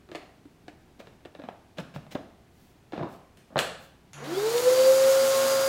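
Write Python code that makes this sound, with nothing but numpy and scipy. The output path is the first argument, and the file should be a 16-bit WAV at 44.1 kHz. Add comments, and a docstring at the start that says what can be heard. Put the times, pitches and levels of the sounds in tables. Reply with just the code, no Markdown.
"""A hard-walled room, the microphone close to an upright vacuum cleaner; both channels are alike.
A plastic dust cup is knocked and slid into the housing and latches with a snap: each blow rings the
cup's modes, thuds in the housing and echoes off the walls. Then the switch closes and the motor runs
up. A strong shaft tone, fan whines and belt lines climb with its speed, over mains hum and rushing air."""
import sys
import numpy as np
from scipy import signal
from scipy.fft import rfft, irfft, next_fast_len
from scipy.io import wavfile
from scipy.ndimage import uniform_filter1d

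SR = 44100
rng = np.random.default_rng(int(sys.argv[2]) if len(sys.argv) > 2 else 0)


def store_wav(level_fs):
    """Save 16-bit WAV to argv[1]."""
    pcm = np.round(np.clip(np.atleast_2d(level_fs), -1, 1) * 32767)
    wavfile.write(sys.argv[1], SR, pcm.T.astype(np.int16))


N = 250488
TIME = np.arange(N) / SR
SWITCH_ON_S = 4.133
RUN_TIME = np.maximum(TIME - SWITCH_ON_S, 0)
TOP_HZ, START_HZ, RUN_UP_S = 539.7, 57, .2085  # shaft speeds and the time constant between them
# mains hum, then housing drone: f/Hz, running level/dB, level under the starting current/dB
HUM = [(117.3, -54, -91), (143.4, -53.5, -44)]


def gain_of(db):
    """Decibels to a factor."""
    return 10 ** (np.asarray(db) / 20)


def unit_rms(x):
    """Scaled to rms 1."""
    return x / np.sqrt(np.mean(x ** 2) + 1e-20)


def curve_at(points, hz):
    """A table's points joined by lines on a log-frequency axis."""
    f, value = np.transpose(points)
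    return np.interp(np.log(hz + 1), np.log(f), value)


def noise(colour, size, tilt_db=0):
    """Noise of rms 1 with a given spectrum, tilted by some dB per octave."""
    hz = np.fft.rfftfreq(size, 1 / SR)
    shape = gain_of(curve_at(colour, hz) + tilt_db * np.log2(hz + 1))
    return unit_rms(irfft(rfft(rng.standard_normal(size)) * shape, size))


def drift(rate_hz):
    """A slow random wander of rms 1."""
    size = next_fast_len(N // 16 + 2)
    hz = np.fft.rfftfreq(size, 16 / SR)
    slow = irfft(rfft(rng.standard_normal(size)) * np.exp(-(hz / rate_hz) ** 2), size)
    return np.interp(np.arange(N) / 16, np.arange(size), unit_rms(slow))


def split(x, edges, order=4):
    """Cuts a sound into neighbouring bands."""
    kinds = [(edges[0], "low")] + [(pair, "band") for pair in zip(edges, edges[1:])]
    kinds.append((edges[-1], "high"))
    return [signal.sosfilt(signal.butter(order, hz, kind, fs=SR, output="sos"), x) for hz, kind in kinds]


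def room_tone(level_db=-58):
    """The room's faint, steady rumble."""
    # background spectrum: f/Hz, density/dB
    colour = [(15, -32), (25, -4), (38, -21.5), (59, -3.5), (153, -6.5), (212, -8.5), (236, -8), (373, -11),
              (531, -18.5), (775, -17.5), (962, -21.5), (1230, -24), (2410, -27), (3820, -31), (16000, -43)]
    return gain_of(level_db) * noise(colour, N)


def knock(body_db, wall_hz, thud_db, thud_hz, hardness_db, crack_t60=0.092, wall_t60=0.033):
    """A blow bends the wall and rings the cup's modes over a short crack; the housing behind thuds."""
    # modes of cup and housing: f/Hz, level/dB, t60/s
    cup_modes = [(494, -3.5, 0.027), (562, 0, 0.022), (700, -11, 0.061), (782, -7, 0.026),
                 (1418, -6.5, 0.033), (1690, 2, 0.041), (1800, -16, 0.09), (2070, -7, 0.013),
                 (2510, -4, 0.026), (2836, -2, 0.031), (3550, 5, 0.013), (4075, 0.5, 0.019)]
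    # the dense crack of a contact: f/Hz, density/dB
    crack_colour = [(100, -13), (700, 6), (1000, -1.5), (1500, 5), (2500, 11.5), (4000, -4.5), (5200, -2),
                    (8000, 2), (11000, -6.5), (14000, -9), (16000, -13)]
    # borders between thud, body, clack and tick: f/Hz
    edges = [380, 1200, 5000]
    t = np.arange(SR // 4) / SR
    hz, db, t60 = np.transpose(cup_modes)[:, :, None]
    hz = hz * (1 + 0.044 * rng.standard_normal(hz.shape))  # grip and contact shift every mode
    side = rng.choice([-1, 1], hz.shape)  # each mode starts inwards or outwards
    modes = (side * gain_of(db - 60 * t / t60) * np.sin(2 * np.pi * hz * t)).sum(0)
    wall = gain_of(4 - 60 * t / wall_t60) * np.sin(2 * np.pi * wall_hz * t)
    contact = gain_of(10 - 60 * t / 0.0021)  # the first instant of touch is the sharpest
    crack = (contact + gain_of(-60 * t / crack_t60)) * noise(crack_colour, len(t))
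    low, *bands = split(modes + wall + crack, edges)
    thud_t60 = 0.12 * .5 ** (max(thud_db + 41.5, 0) / 8.5)  # a firm blow is pressed home: shorter thud
    thud = gain_of(-60 * t / thud_t60) * (1 - np.exp(-t / 0.00021)) * np.sin(2 * np.pi * thud_hz * t)
    bass_cut = signal.butter(3, 105, "high", fs=SR, output="sos")  # small panels radiate no deep bass
    thud = signal.sosfilt(bass_cut, thud + .5 * low)
    tick_db = body_db - 13 + 2.07 * hardness_db  # grows faster than the clack as the contact hardens
    gains = gain_of([thud_db, body_db, body_db + hardness_db, tick_db])
    thud, body, clack, tick = (g * x / np.std(x[:SR // 100]) for g, x in zip(gains, [thud] + bands))
    return thud + body + chatter(clack + tick)


def chatter(click, rebound_db=-17, span_s=0.037, count=4):
    """Loose parts rebound a few times after a click, more weakly as time passes."""
    out = click.copy()
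    for when, softness in rng.random((count, 2)):
        add(out, 0.0076 + when * span_s, gain_of(rebound_db - 18 * when - 11 * softness) * click)
    return out


def add(mix, s, sound):
    """Mixes a sound in at a time in seconds."""
    part = mix[round(s * SR):][:len(sound)]
    part += sound[:len(part)]


def cup_knocks():
    """The cup is carried over, bumps, rattles into its seat and latches: direct sound and room send."""
    # plastic on plastic: t/s, body/dB, wall f/Hz, thud/dB, thud f/Hz, clack over body/dB, room send/dB
    blows = [ (.089, -52.5, 387, -49, 356, -10, 1), (.116, -46.5, 630, -42, 335, -4, 1),
             (.149, -37, 680, -46, 322, -6.5, -3), (0.155, -44, 694, -48, 317, 0, -3),
             (0.455, -72, 426, -46, 290, 3, -10), (.681, -44.5, 703, -46, 300, -5, -6),
             (1.001, -45, 560, -67, 328, -9.5, -2.5), (1.071, -50, 432, -52, 177, -6.5, -3),
             (1.251, -43, 430, -48.5, 336, -11, -6), (1.257, -52, 468, -51, 278, -3, -12),
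             (1.350, -45.5, 570, -56, 313, -8.5, -3.5), (1.391, -51, 580, -44, 287, -15, -14),
             (1.397, -42.5, 574, -50, 287, -18, -12), (1.418, -47, 660, -58, 233, -10, 1),
             (1.438, -47.5, 630, -42, 238, -8, -1), (1.487, -35, 733, -52, 189, -15.5, -6.5),
             (1.784, -35.5, 637, -40, 171, -5.5, -8.5), (1.791, -42, 570, -41, 187, -8, -1.5),
             (1.802, -48, 556, -45, 147, -5, -7), (1.94, -53.5, 680, -48, 174, -4.5, 3.5),
             (1.961, -39.5, 590, -35, 152, -13, -8.5), (1.982, -57, 666, -45, 148, -14, -10),
             (2.066, -53, 605, -53, 140, -11, -4), (2.152, -30.5, 604, -33, 289, -15, -6),
             (2.922, -42.5, 383, -56, 350, -9.5, 8.5), (2.934, -39, 474, -33, 313, -15, -4.5),
             (2.966, -47, 605, -49, 197, -18, 11), (2.978, -35, 695, -35.5, 199, -16, 4),
             (2.994, -41, 390, -45, 282, -22, 3), (3.011, -38, 660, -34, 148, -23, -10),
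             (3.027, -35, 380, -33, 334, -21, -2.5), (3.032, -38.5, 970, -41, 176, -14.5, 0),
             (3.372, -68, 680, -63, 201, 7.5, 4), (3.504, -55.5, 640, -55.5, 212, -30, 10.5),
             (3.558, -24, 595, -31.5, 150, -21, -2.5), (3.569, -26.5, 500, -33, 348, -11.5, 0),
             (3.579, -35, 530, -36, 154, 0.5, 1.5), (3.590, -28.5, 485, -37.5, 156, 4, -1)]
    direct, send = np.zeros((2, N))
    for s, *blow, send_db in blows:
        sound = knock(*blow)
        add(direct, s, sound)
        add(send, s, gain_of(send_db) * sound)
    return direct, send


def room(x, size=512, blur_hz=1400):
    """The walls' diffuse tail: each band stores energy and returns it as noise, dying at its own rate."""
    # decay of the room: f/Hz, t60/s
    decay = [(120, .5), (300, 0.49), (700, 0.62), (2000, 0.58), (5000, .55), (10000, 0.46), (16000, 0.2)]
    # colour of the tail: f/Hz, level/dB
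    colour = [(80, -19), (150, 2), (300, -4.5), (400, -4.5), (590, -2.5), (680, 0.5), (850, -3),
              (1100, 0.5), (2600, -3), (4400, -2), (5600, -1), (7500, -2), (16000, -1)]
    hop = size // 4
    frames = dict(fs=SR, nperseg=size, noverlap=size - hop)
    hz, _, spectrum = signal.stft(x, **frames)
    power = abs(spectrum) ** 2
    blur = np.clip(hz / blur_hz - .5, 0, 1)[:, None]  # treble leaves in many directions: peaks even out
    power = (1 - blur) * power + blur * abs(uniform_filter1d(power, 3, axis=0))
    retained = gain_of(-60 * hop / SR / curve_at(decay, hz)) ** 2
    # the first echoes reach the microphone three hops late
    stored = np.array([signal.lfilter([0, 0, 0, 1 - k], [1, -k], p) for k, p in zip(retained, power)])
    scatter = signal.stft(rng.standard_normal(N), **frames)[2]
    tail = scatter / np.std(scatter) * np.sqrt(stored) * gain_of(curve_at(colour, hz))[:, None]
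    return signal.istft(tail, **frames)[1][:N]


def slides():
    """Plastic and skin slide, the surfaces catching and letting go."""
    # strokes: t/s, length/s, level/dB, tilt/(dB per octave)
    strokes = [(0.988, 0.032, -51, 5.5), (1.767, 0.036, -47, 4), (1.785, 0.028, -47, 5),
               (1.934, 0.049, -53.5, 6), (2.104, 0.039, -49, 6.5), (2.148, 0.01, -35.5, 3.5),
               (2.469, 0.33, -70.5, 12), (3.062, .13, -65, 11), (3.761, 0.14, -63.5, 12)]
    # friction spectrum before the tilt: f/Hz, density/dB
    colour = [(120, -31), (200, 24), (448, 9), (916, 3.5), (1120, -6), (3020, -10.5), (3250, -13.5),
              (10500, -40.5), (16000, -45)]
    out = np.zeros(N)
    for s, length, db, tilt_db in strokes:
        size = int(length * SR)
        catches = gain_of(1.7 * drift(250)[:size])
        fade = signal.windows.tukey(size, min(0.31 + 8 * length, 1))
        add(out, s, gain_of(db) * unit_rms(noise(colour, size, tilt_db) * catches * fade))
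    return out


def peak_power(peaks, hz):
    """Summed power of resonance peaks at a frequency."""
    return sum(gain_of(db) ** 2 / (1 + (2 * (hz - f) / width) ** 2) ** 2 for f, width, db in peaks)


def switch(snap_db=-40, snap_t60=0.0057, fizz_db=-48, fizz_t60=0.72):
    """The contact snaps shut and the brushes fizz under the starting current."""
    # peaks of the spark's spectrum: f/Hz, width/Hz, level/dB
    spark_peaks = [(1390, 2100, 10), (2660, 1600, 17), (4500, 950, 7), (5900, 560, 13), (6730, 730, 19),
                   (10200, 2300, 6.5)]
    t, hz = np.arange(SR // 2) / SR, np.geomspace(100, 16000, 200)
    power = peak_power(spark_peaks, hz) + gain_of(-21) ** 2
    envelope = gain_of(snap_db - 60 * t / snap_t60) + gain_of(fizz_db - 60 * t / fizz_t60)
    out = np.zeros(N)
    add(out, SWITCH_ON_S, envelope * noise(np.c_[hz, 10 * np.log10(power)], len(t)))
    return out


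def shaft_speed():
    """Turns per second: the rotor closes in on its top speed exponentially."""
    return TOP_HZ - (TOP_HZ - START_HZ) * np.exp(-RUN_TIME / RUN_UP_S)


def hum(surge_s=0.38):
    """The housing drones under the starting current; as that ebbs, the mains hum comes up."""
    surge = np.exp(-(RUN_TIME / surge_s) ** 4)
    return sum(gain_of(db + (start_db - db) * surge + drift(13)) * np.sin(2 * np.pi * hz * RUN_TIME)
               for hz, db, start_db in HUM)


def response(hz):
    """Gain at the microphone: a gliding tone swells at resonances and dips where echoes cancel."""
    # narrow resonances of housing and room: f/Hz, width/Hz, lift/dB
    resonances = [(356, 33, 4), (392, 16, 7.5), (439.5, 41, 5), (477.4, 12, 7), (504.7, 7.3, 12.5),
                  (512, 5.4, 9), (520.5, 6.5, 10), (527, 6.4, 11.5), (534.2, 7.6, 8), (1076.9, 2.2, 11),
                  (4690, 110, 3)]
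    # cancellations: f/Hz, width/Hz, depth/dB
    nulls = [(271, 33, -13), (365, 6, -10), (492.5, 3, -13), (533.1, 0.8, 0)]
    dips_db = sum(db * np.exp(-(2 * (hz - f) / width) ** 2) for f, width, db in nulls)
    return np.sqrt(1 + peak_power(resonances, hz)) * gain_of(dips_db)


def whine(speed, angle, wander_rad=.13):
    """Shaft and fan sing at multiples of the shaft speed, growing as it rises."""
    # two drones, the shaft tone, its octave and two fan whines: multiple of the shaft speed
    multiples = [.451, .68, 1, 2, 9, 12]
    # the same lines at their source: full-speed level/dB, exponent of speed, waver/dB
    lines = [(-46, 9.2, 3.5), (-45.5, 1.5, 0.5), (-24, 2.18, 0.47), (-43, 0.64, 1), (-43, 1.7, 3.5),
             (-56, .7, 5)]
    out = np.zeros(N)
    for k, (db, exponent, waver_db) in zip(multiples, lines):
        level = gain_of(db + waver_db * drift(14)) * (speed / TOP_HZ) ** exponent
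        phase = k * angle + wander_rad * np.sqrt(abs(k - 1)) * drift(30)
        out += level * response(k * speed) * np.sin(phase)
    return out


def belt(angle, laps_per_turn=.06377, gripped_db=-41, slip_db=-29.5, grip_s=0.63):
    """The belt slips at first and sings louder as it grips."""
    # lines of belt and brush roll: multiple of the belt's lap rate, relative level/dB
    lines = [(19.9, -3), (25.45, -6.5), (35, -0.5), (38, 1), (40, 2.5), (41, -14), (42, 2), (43, -24),
             (47.05, -0.5), (49.2, -20), (187.4, -2.5)]
    level_db = gripped_db + slip_db * np.exp(-RUN_TIME / grip_s)
    lap_angle = laps_per_turn * angle
    return sum(gain_of(level_db + db + 2 * drift(18)) * np.sin(k * lap_angle + 0.86 * drift(13))
               for k, db in lines)


def motor(jitter=0.00027, audible_hz=300, trail_db=-3.5, trail_fade_s=0.29):
    """One shaft drives whine and belt over the hum; the gliding whine leaves a trail in the room."""
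    speed = shaft_speed() * (1 + jitter * drift(22))
    angle = 2 * np.pi * np.cumsum(speed) / SR
    radiated = np.clip(speed / audible_hz, 0, 1) ** 3  # a slow rotor radiates little
    tones = radiated * whine(speed, angle)
    onset = 1 - np.exp(-RUN_TIME / 0.019)
    direct = (tones + radiated * belt(angle) + hum()) * onset
    # the send fades, since steady tones cover their own trail
    send = gain_of(trail_db) * np.exp(-RUN_TIME / trail_fade_s) * (RUN_TIME > 0)
    return direct + room(tones * send)


def air(settled_s=5.49, flicker_db=0.62, throb_depth=0.095):
    """The roar comes first, the hiss as the fan gathers speed; both throb faintly with the mains."""
    # air stream spectrum: f/Hz, density/dB
    colour = [(60, -34.5), (200, -15.5), (330, -2), (480, 2.5), (800, 0), (1400, -2), (1900, -5), (2800, 5),
              (4500, 7), (6100, -4.5), (6900, -1), (7800, -6), (10500, -8), (15500, -11)]
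    # borders between roar, rush and hiss: f/Hz
    edges = [2000, 6000]
    # roar, rush, hiss: full-speed level/dB, exponent of speed, easing once settled/(dB per s)
    growth = [(-35.5, 1.09, -3), (-36.5, 2.77, -12), (-34, 3.9, -13)]
    pace, since_settled = shaft_speed() / TOP_HZ, np.maximum(TIME - settled_s, 0)
    rush = np.zeros(N)
    for band, (db, exponent, easing) in zip(split(noise(colour, N), edges, order=8), growth):
        level_db = db + easing * since_settled + flicker_db * drift(37)
        rush += unit_rms(band) * pace ** exponent * gain_of(level_db)
    throb = 1 + throb_depth * np.sin(2 * np.pi * HUM[0][0] * TIME)
    return rush * throb * np.minimum(RUN_TIME / 0.03, 1)


def grit():
    """Short uneven rasps while the air gathers speed, perhaps grit in the duct."""
    # rasps: t/s, length/s, level/dB
    rasps = [(4.231, 0.051, -50.5), (4.577, 0.012, -34.5)]
    # their spectrum: f/Hz, density/dB
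    colour = [(500, -25), (1500, -15), (3000, 3), (4400, -5), (5500, -7), (16000, -21)]
    out = np.zeros(N)
    for s, length, db in rasps:
        size = int(length * SR)
        rasp = noise(colour, size) * gain_of(4.1 * drift(400)[:size])
        add(out, s, gain_of(db) * unit_rms(rasp * signal.windows.tukey(size, .5)))
    return out


def scene():
    """The cleaner close by and the walls' echoes behind it, alike in both channels."""
    knocks, knock_send = cup_knocks()
    sliding = slides()
    echoes = room(knock_send + gain_of(-3.5) * sliding)
    mono = knocks + sliding + echoes + switch() + motor() + air() + grit() + room_tone()
    return np.array([mono, mono])


def record(dry, edge_hz=15900):
    """The recorder's band limit."""
    lowpass = signal.firwin(511, edge_hz, window=("kaiser", 9), fs=SR)
    return signal.oaconvolve(dry, lowpass[None], "same")


dry = scene()
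out = record(dry)
store_wav(out)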